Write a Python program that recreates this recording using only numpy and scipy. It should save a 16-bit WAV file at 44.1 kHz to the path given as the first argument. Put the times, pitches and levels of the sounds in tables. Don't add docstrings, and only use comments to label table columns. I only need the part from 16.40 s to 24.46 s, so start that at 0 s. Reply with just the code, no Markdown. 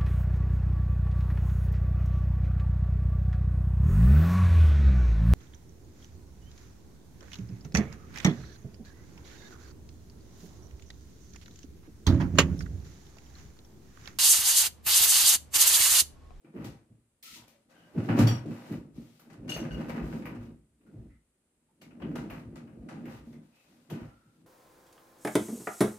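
import sys
import numpy as np
from scipy import signal
from scipy.fft import rfft, irfft, next_fast_len
from scipy.io import wavfile

SR = 44100
rng = np.random.default_rng(int(sys.argv[2]) if len(sys.argv) > 2 else 0)


def file_out(sig):
    cols = np.atleast_2d(sig).T
    lim = np.clip(cols, -1, 1)
    pcm = np.round(lim * 32767).astype(np.int16)
    wavfile.write(sys.argv[1], SR, pcm)


N = 355518

# time_s, blow_level_db, strongest_pitch_hz, shudder_level_db,
# deep_panels_db (above the shudder)
THUMPS = [(0.042, -48.5, 302, -50, -22), (0.153, -34, 206, -32, -10), (0.244, -55, 248, -39.5, 3),
          (0.502, -47.5, 115, -60, 7), (0.959, -59, 210, -61, 2.5), (1.545, -45, 200, -43, -3),
          (1.569, -16.5, 151, -26.5, 4), (1.688, -17.5, 168, -24, 1), (1.743, -23, 235, -33.5, -5),
          (1.785, -10.5, 228, -18, 6), (1.86, -36.5, 231, -29, 1), (2.054, -34, 286, -31, -7.5),
          (2.305, -27.5, 192, -32, -2.5), (2.574, -33.5, 224, -42, -3.5), (2.861, -55, 153, -56, -2),
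          (3.049, -55, 269, -41, -7), (3.207, -47, 213, -37, -5), (3.348, -44, 248, -34.5, -6),
          (3.57, -45, 293, -36, -14), (3.731, -33, 166, -37.5, -19), (3.907, -33.5, 229, -46.5, -2.5),
          (4.546, -39, 114, -53.5, 4), (5.42, -50.5, 236, -59, -17), (5.626, -33.5, 230, -33, -8.5),
          (5.703, -36, 229, -38, -12), (5.758, -47, 245, -45, -19), (6.627, -54, 229, -41, -12),
          (6.864, -40, 228, -56.5, 0), (7.515, -26.5, 162, -31, -14), (7.61, -40, 250, -46.5, 0.5),
          (7.861, -52.5, 123.4, -70.5, 5)]
# start_s, level_db, ring_pitch_hz, treble_level_db, sizzle_level_db, t60_s, left_over_right_db
KNOCKS = [(0.043, -58, 2350, -89, -96, 0.41, 3), (0.159, -47.5, 1230, -86, -77, 0.75, 2),
          (0.242, -47.5, 1780, -49.5, -59, 0.37, 2), (0.825, -63, 2040, -48.5, -52, 0.38, 1.5),
          (0.938, -68, 3290, -53.5, -75, 0.26, 0), (1.076, -58, 2360, -61.5, -68, 1, 4),
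          (1.295, -65.5, 1280, -74, -99, 0.78, 10), (1.549, -69, 600, -83, -90, 0.12, -2),
          (1.576, -40.5, 1300, -61, -95, 0.56, 1), (1.686, -25.5, 1460, -65, -75, 0.46, 0.5),
          (1.786, -25.5, 1190, -35, -47, 0.27, -1), (1.871, -27, 3270, -42.5, -44, 0.31, 0),
          (2.056, -58, 1240, -61.5, -86, 0.27, 0.0), (2.318, -45.5, 1690, -63, -60, 0.14, 2),
          (2.793, -55, 1330, -64, -65, 0.55, 2), (2.899, -48.5, 1740, -62, -83, 0.23, 4),
          (2.927, -50, 1810, -62, -70, 0.17, 0), (3.077, -44, 2160, -55, -71, 0.51, 4),
          (3.092, -44, 2830, -41.5, -59, 0.5, 0), (3.162, -33.5, 2530, -66, -50.5, 0.25, 1),
          (3.248, -31.5, 1780, -73, -78, 0.1, 0), (3.318, -51, 1510, -64, -70, 0.43, 3),
          (3.407, -39, 1430, -58, -77, 0.095, -1), (3.483, -46, 2200, -55, -64, .1, -1),
          (3.493, -32, 2100, -53, -59, 0.21, 3.5), (3.558, -36.5, 1770, -65, -76, 0.31, 1),
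          (3.723, -36, 1480, -66, -83, 0.13, 0.5), (3.82, -45.5, 2250, -69, -82, 0.33, 1),
          (3.853, -34, 2220, -58.5, -56.5, 0.33, 1.5), (3.948, -51, 1410, -63, -84, 0.19, 1),
          (4.409, -66.5, 2320, -92, -88, 0.2, 1.0), (4.464, -67.5, 1490, -86, -90, 0.13, 9),
          (5.414, -50, 2160, -54.5, -64, 0.25, 2), (5.505, -53, 2480, -88, -91.5, 0.21, 4.5),
          (5.598, -46.5, 700, -78, -87, 0.24, 1), (5.618, -39.5, 2900, -81, -87, 0.25, 2.5),
          (5.713, -53, 1500, -82, -85, 0.19, 1), (5.753, -34, 1330, -48, -59, 0.34, 1),
          (5.898, -35.5, 2460, -61, -57, 0.29, 0.5), (5.992, -65, 1720, -71, -82, 0.23, -3),
          (6.155, -42.5, 1360, -54.5, -73, 0.23, 2), (6.271, -52, 1310, -90, -88, 0.26, 4),
          (6.485, -39, 1380, -55.5, -86, 0.42, 1.5), (6.652, -42, 1950, -65, -68, 0.6, 1.5),
          (6.927, -58, 2010, -69, -82, 0.21, 6), (7.498, -42, 3030, -51.5, -58, 0.32, 3),
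          (7.607, -61, 1300, -85, -82, 0.18, 2)]
# start_s, length_s, pitch_hz, level_db
CREAKS = [(0.054, 0.081, 2360, -77), (1.13, 0.11, 572, -71), (1.462, 0.086, 610, -67),
          (2.21, 0.098, 516, -58.5), (0.838, 0.17, 1304, -62.5), (4.46, 0.072, 1420, -73),
          (4.467, 0.12, 280, -69), (4.69, 0.13, 1990, -74.5), (4.7, 0.12, 1323, -82),
          (5.285, 0.043, 870, -76), (6.928, 0.057, 2040, -69), (7.118, 0.21, 2560, -72.5),
          (7.621, 0.41, 1350, -71), (5.419, 0.066, 2220, -64), (5.615, 0.026, 2900, -59),
          (0.953, 0.12, 970, -64), (1.311, 0.3, 1570, -70), (1.354, 0.17, 2956, -70)]
# pitch_hz, width_hz, level_db
BODY_MODES = [(111.5, 16, -5.5), (125.4, 25, -8.5), (152.5, 23, -5), (201.3, 48, -7), (236.3, 17.5, -4.5),
              (282.4, 23, -10), (328.7, 36, -6.5), (408.7, 84, -11.5), (528, 65, -14.5), (628, 75, -17),
              (726, 270, -19.5), (950, 83, -28.5)]
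# pitch_hz, level_db (per Hz)
RATTLE_COLOUR = [(400, -1), (600, 1), (1000, -5), (1500, -5.5), (2300, -11.5), (2950, -15), (3400, -34),
                 (5000, -20)]
# pitch_hz, level_db (per Hz)
RUB_COLOUR = [(1470, -29), (2500, 4.5), (2660, -8), (3420, -5.5), (4670, -7.5), (6560, -9), (10100, -16),
              (11500, -14.5), (15000, -45.5), (22000, -120)]
# pitch_hz, level_db (per Hz)
HISS_COLOUR = [(18, -21.5), (30, -6.5), (93, -3.5), (194, -7), (245, -5.5), (328, -7.5), (801, -17),
               (2480, -21), (6050, -28), (8740, -14), (12300, -30), (13300, -44), (16000, -42)]
# pitch_hz, likeness (1 same in both ears, 0 unrelated, -1 opposed)
LIKENESS = [(60, .99), (250, .95), (500, .8), (1000, .1), (2000, .2), (4000, -.2), (12000, -.05)]
# pitch_hz, level_db, t60_s
ROD_MODES = [(1515, -4, .1), (2850, 2, .13), (4490, -6, .12), (5750, -9, .18), (6420, -8, .16),
             (7390, -18, .12), (8390, -11, .15), (10200, -13, .18), (11800, -14, .15), (12600, -14, .15),
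             (14100, -15, .15), (15300, -18, .12)]
# start_s, level_db, brightest_pitch_hz
ROD_HITS = [(3.092, -35.5, 2850), (3.095, -37, 6500), (3.105, -41, 2850), (3.12, -36.5, 2930),
            (3.1, -41, 12180), (3.125, -46, 9000), (3.135, -44, 2850), (3.141, -36, 4900),
            (3.149, -43, 3200), (3.175, -49, 5300), (3.201, -46.5, 5550), (3.309, -40.5, 1500),
            (3.317, -48.5, 2830), (3.33, -39.5, 1500), (3.345, -45.5, 2380), (1.69, -56, 1508),
            (5.414, -58.5, 4460)]
# pitch_hz, level_db, t60_s
BRACKET_MODES = [(1270, 0, .2), (2918, -8, .25), (3300, -4, .12), (4533, -2, .18), (4727, -5, .13),
                 (5647, -2, .2), (6471, -12, .15), (7127, -12, .2), (7477, -14, .2), (8506, -13, .2),
                 (10070, -10, .15), (12320, -16, .15), (14260, -14, .12)]
# start_s, level_db, brightest_pitch_hz
BRACKET_HITS = [(1.871, -37.5, 4500), (1.881, -41.5, 5600), (1.887, -42, 3000), (1.875, -41, 5700),
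                (1.894, -42, 5200), (1.911, -44, 5700)]
# time_s, rumble_level_db
LOAD = [(0, -69), (.4, -61), (.74, -84), (.9, -57.5), (1.01, -62), (1.23, -68), (1.32, -58.5), (1.52, -55),
        (2.2, -47), (2.5, -50.5), (2.78, -62), (2.92, -49.5), (3.1, -36.5), (3.6, -33.5), (3.88, -38),
        (4.11, -43), (4.3, -72.5), (4.4, -63.5), (4.5, -48), (4.65, -47.5), (4.85, -77.5), (4.96, -82.5),
        (5.36, -68), (5.46, -49.5), (5.84, -34.5), (6.02, -43), (6.2, -39), (6.28, -45.5), (6.55, -37),
        (6.78, -49.5), (6.98, -45), (7.2, -71.5), (7.3, -57.5), (7.47, -61.5), (7.81, -69.5), (8.06, -53.5)]
# time_s (panels at full level), tyre_boom_db, deep_panels_db
BOUNCES = [(.16, -55, -60), (.26, -56, -55), (.52, -72, -60), (.9, -73, -64), (.98, -72, -66),
           (1.55, -70, -44), (1.68, -60, -40), (1.79, -47, -31), (1.97, -61, -40), (2.08, -68, -76),
           (2.33, -56, -55), (2.53, -58, -37), (2.98, -59, -38), (3.15, -49, -41.5), (3.3, -43, -41),
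           (3.5, -56, -42), (3.61, -40, -49), (3.85, -55, -59), (3.98, -49.5, -36), (4.09, -55, -45.5),
           (4.28, -72, -66), (4.57, -48.5, -44), (4.68, -56, -49.5), (5.6, -52, -50), (5.75, -54, -54),
           (5.89, -48.5, -49), (6.05, -55, -40), (6.24, -71, -50), (6.38, -56, -37), (6.66, -60, -45),
           (6.75, -51.5, -36), (7.6, -48, -51)]
# start_s, hold_s, hiss_level_db, rattle_level_db, left_over_right_db
RUBS = [(0.18, 0.051, -71, -63, 3), (0.822, 0.11, -54, -88, 3.5), (0.944, 0.064, -73, -70.5, 2),
        (1.272, 0.3, -77.5, -69, 4), (1.608, .12, -66.5, -66, 6), (1.75, 0.038, -50, -40.5, 6),
        (1.838, .1, -67, -62, 7), (2.073, .12, -66, -58, 4.5), (2.225, 0.098, -65.5, -60, 4),
        (2.523, 0.22, -71.5, -76.5, 5), (3.08, .22, -78, -63, -1), (3.352, 0.21, -71.5, -55, 4),
        (3.608, 0.15, -66, -60, 3.5), (3.98, 0.046, -76, -67.5, 6), (4.55, 0.096, -103, -103, 3),
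        (5.891, 0.058, -72, -60, 6), (6.669, 0.073, -67.5, -65.5, 5), (6.827, 0.061, -77, -101, 3),
        (6.998, 0.096, -82.5, -79, 6), (7.122, 0.22, -74.5, -75, 4.5), (7.374, .07, -79.5, -76.5, 5),
        (7.503, 0.086, -79, -60, 5), (7.618, 0.051, -79, -69.5, 6), (7.71, 0.264, -83.5, -86, 3)]
# pitch_hz, width_hz, level_db
TUBES = [(534, 10, -0.5), (806, 16, 0), (950, 35, -1), (1217, 40, -1), (1509, 13, 0.5), (1969, 62, -5),
         (2570, 90, -1), (2900, 270, -3)]

HISS_DB = -77
SLIPS_PER_S, RATTLE_GRAINS_PER_S, RUB_GRAINS_PER_S = 900, 3000, 9000
SHED_T60_S, SHED_DB, WALL_CUT_HZ = 0.31, -13.5, 5000
CUTOFF_HZ = 16300
TYRE_HZ, TYRE_WIDTH_HZ = 58.4, 22
DEEP_DB, TYRE_DB = -8, -29.5
RATTLE_DB, RUB_DB = -81, -87.5
RATTLE_FOLLOWS, RUB_FOLLOWS = 0.83, 0.48
SHUDDER_RISE_S, SHUDDER_HOLD_S, SHUDDER_T60_S, DEEP_T60_S = 0.038, 0.037, 0.3, 0.38
BOUNCE_RISE_S, BOUNCE_HOLD_S, BOUNCE_T60_S = 0.04, 0.015, 0.15
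TYRE_LAG_S, TYRE_T60_S = 0.027, 0.33
RUB_RISE_S, RUB_T60_S, RUB_SIDE_DB = 0.038, 0.2, 5


def from_db(db):
    return 10 ** (np.asarray(db) / 20)


def rms_one(x):
    return x / np.sqrt(np.mean(x ** 2) + 1e-20)


def at_hz(points, hz):
    table = np.array(points)
    return np.interp(np.log(hz), np.log(table[:, 0]), table[:, 1])


def panned(pan_db):
    return from_db(np.array([pan_db / 2, -pan_db / 2]))


def grains(per_s, spread_db):
    extra_db = spread_db * np.minimum(rng.exponential(1, (2, N)), 5)
    sizes = from_db(extra_db) * rng.choice([-1, 1], (2, N))
    fires = rng.random((2, N)) < per_s / SR
    return rms_one(sizes * fires + 1e-9)


def spread(pair, hz):
    alike = np.clip(at_hz(LIKENESS, hz), -1, 1)
    shared = np.sqrt(1 + alike) * pair[0]
    opposed = np.sqrt(1 - alike) * pair[1] * [[1], [-1]]
    return shared + opposed


def coloured(pair, spectrum):
    bottom, top = spectrum[0][0], spectrum[-1][0]
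    edges = np.geomspace(bottom, top, 1 + int(3 * np.log2(top / bottom)))
    out = 0
    for k, (low, high) in enumerate(zip(edges, edges[1:])):
        band_filter = signal.butter(2, [low, high], "band", fs=SR, output="sos")
        band = signal.sosfilt(band_filter, pair)
        hz = np.sqrt(low * high)
        out = out + (-1) ** k * from_db(at_hz(spectrum, hz)) * spread(band, hz)
    return rms_one(out)


def resonate(x, hz, width_hz):
    r = np.exp(-np.pi * width_hz / SR)
    feed = np.array([1, 0, -1]) * (1 - r * r) / 2
    return signal.lfilter(feed, [1, -2 * r * np.cos(2 * np.pi * hz / SR), r * r], x)


def dying(s, t60):
    i = round(s * SR)
    samples = np.arange(min(N - i, int(t60 * SR)))
    return i, from_db(-60 * samples / (t60 * SR))


def swells(rows, rise_s, t60):
    out = np.zeros(N)
    for s, hold_s, db in rows:
        i = max(0, round((s - rise_s) * SR))
        t = np.arange(min(N - i, int((rise_s + hold_s + t60) * SR))) / SR
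        rise = np.minimum(1, t / rise_s) ** 2
        fall_db = 60 * np.maximum(0, t - rise_s - hold_s) / t60
        out[i:i + len(t)] += rise * from_db(db - fall_db)
    return out


def motion():
    load = from_db(np.interp(np.arange(N) / SR, *np.transpose(LOAD)))
    shudders = [(s, SHUDDER_HOLD_S, db) for s, _, _, db, _ in THUMPS]
    deep_shudders = [(s, SHUDDER_HOLD_S, db + up_db) for s, _, _, db, up_db in THUMPS]
    deep_bounces = [(s, BOUNCE_HOLD_S, db) for s, _, db in BOUNCES]
    tyre_bounces = [(s + TYRE_LAG_S, BOUNCE_HOLD_S, db) for s, db, _ in BOUNCES]

    rumble = load + swells(shudders, SHUDDER_RISE_S, SHUDDER_T60_S)
    deep = from_db(DEEP_DB) * load
    deep += swells(deep_shudders, SHUDDER_RISE_S, DEEP_T60_S)
    deep += swells(deep_bounces, BOUNCE_RISE_S, BOUNCE_T60_S)
    bounce = from_db(TYRE_DB) * load + swells(tyre_bounces, BOUNCE_RISE_S, TYRE_T60_S)

    work = rumble / from_db(-50)
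    rub_rattles = [(s + RUB_RISE_S, hold, db) for s, hold, _, db, _ in RUBS]
    rattling = from_db(RATTLE_DB) * work ** RATTLE_FOLLOWS
    rattling += swells(rub_rattles, RUB_RISE_S, RUB_T60_S)
    rubbing = from_db(RUB_DB) * work ** RUB_FOLLOWS * panned(RUB_SIDE_DB)[:, None]
    for side, way in enumerate((1, -1)):
        strokes = [(s + RUB_RISE_S, hold, db + way * side_db / 2) for s, hold, db, _, side_db in RUBS]
        rubbing[side] += swells(strokes, RUB_RISE_S, RUB_T60_S)
    return rumble, deep, bounce, rattling, rubbing


def room_hiss():
    return from_db(HISS_DB) * coloured(rng.standard_normal((2, N)), HISS_COLOUR)


def body(rumble, deep):
    slips = grains(SLIPS_PER_S, spread_db=1.2)
    s, blow_db, strong_hz = np.transpose(THUMPS)[:3]
    out = 0
    for k, (hz, width_hz, db) in enumerate(BODY_MODES):
        drive = deep if k < 2 else rumble
        force = from_db(db - 36.5) * drive * slips
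        off_pitch_db = 10 * np.abs(np.log2(hz / strong_hz))
        force[0, np.round(s * SR).astype(int)] += from_db(blow_db + db - 4.5 - off_pitch_db)
        twice = resonate(resonate(force, hz, width_hz), hz, 3.3 * width_hz)
        out = out + (-1) ** k * spread(twice, hz) * SR / (np.pi * width_hz)
    return out


def tyres(bounce):
    boom = rng.standard_normal((2, N))
    for _ in range(2):
        boom = resonate(boom, TYRE_HZ, TYRE_WIDTH_HZ)
    return bounce * rms_one(spread(boom, TYRE_HZ))


def joints(rattling, rubbing):
    rattle = coloured(grains(RATTLE_GRAINS_PER_S, spread_db=3.5), RATTLE_COLOUR)
    rub = coloured(grains(RUB_GRAINS_PER_S, spread_db=3.0), RUB_COLOUR)
    sizzle = coloured(grains(9000, spread_db=2.5), [(10500, 0), (21000, -6)])
    rattle = rattle + sum(from_db(db) * resonate(rattle, hz, width_hz) for hz, width_hz, db in TUBES)

    low = rattling * panned(1.2)[:, None]
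    high = rubbing.copy()
    top = from_db(-6.0) * rubbing
    rings = np.zeros((2, N))
    chatter = rng.standard_normal((len(KNOCKS), 2, SR // 2))
    for (s, level_db, hz, treble_db, top_db, t60, side_db), noise in zip(KNOCKS, chatter):
        i, fall = dying(s, np.clip(t60, .01, .49))
        attack = np.minimum(1, np.arange(len(fall)) / (0.0041 * SR))
        fall = fall * attack * panned(side_db)[:, None]
        length = fall.shape[1]
        span = slice(i, i + length)
        low[:, span] += from_db(level_db - 11.0) * fall
        high[:, span] += from_db(treble_db - 3.5) * fall ** 1.2
        top[:, span] += from_db(top_db + 3) * fall ** 2.0
        ring = resonate(resonate(noise, hz, 600), hz, 600)
        ring = rms_one(spread(ring, hz))[:, :length]
        rings[:, span] += from_db(level_db - 13.5) * ring * fall ** 1.5
    return low * rattle + high * rub + top * sizzle + rings


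def creaks():
    out = np.zeros((2, N))
    for s, length, hz, db in CREAKS:
        i, n = round(s * SR), round(length * SR)
        slips = rng.standard_normal((2, SR // 2))[:, :n]
        tone = spread(resonate(slips, hz, width_hz=.05 * hz), hz)
        swell = np.sin(np.pi * (np.arange(n) / n) ** .5)
        out[:, i:i + n] += from_db(db) * rms_one(tone) * swell
    return out


def clinks(modes, hits):
    s, level_db, bright_hz = np.transpose(hits)
    touched = np.round(s * SR).astype(int)
    start = round(min(s) * SR)
    out = np.zeros((2, N))
    for hz, db, t60 in modes:
        r = from_db(-60 / (t60 * SR))
        strength = from_db(level_db + db - 12 * np.abs(np.log2(hz / bright_hz)))
        for split, share in [(.985, .4), (.994, .5), (1, 1), (1.009, .5)]:
            w = 2 * np.pi * hz * split / SR
            clicks = np.zeros((2, N)) + 1e-18
            clicks[:, touched] = share * strength * rng.choice([-1, 1], (2, len(s)))
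            ringing = [1, -2 * r * np.cos(w), r * r]
            out[:, start:] += signal.lfilter([0, np.sin(w)], ringing, clicks[:, start:])
    return out * panned(3.4)[:, None]


def shed(x):
    size = next_fast_len(N + SR)
    z = np.exp(-2j * np.pi * np.arange(size // 2 + 1) / size)
    response = np.zeros((2, size // 2 + 1), complex)
    dull = np.exp(-2 * np.pi * WALL_CUT_HZ / SR)
    wall = (1 - dull) / (1 - dull * z)
    for k, lag in enumerate(np.geomspace(.019, .071, 32)):
        loop = from_db(-60 * lag / SHED_T60_S) * wall * z ** round(lag * SR)
        response[k % 2] += loop / (1 - loop) * (-1) ** (k // 2)
    return irfft(response * rfft(x, size), size)[:, :N]


def scene():
    rumble, deep, bounce, rattling, rubbing = motion()
    kart = body(rumble, deep) + tyres(bounce)
    steel = joints(rattling, rubbing) + creaks()
    steel += clinks(ROD_MODES, ROD_HITS) + clinks(BRACKET_MODES, BRACKET_HITS)
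    return kart + steel + from_db(SHED_DB) * shed(steel) + room_hiss()


def record(dry):
    top_cut = signal.cheby2(12, 60, CUTOFF_HZ, fs=SR, output="sos")
    return signal.sosfilt(top_cut, dry)


dry = scene()
out = record(dry)
file_out(out)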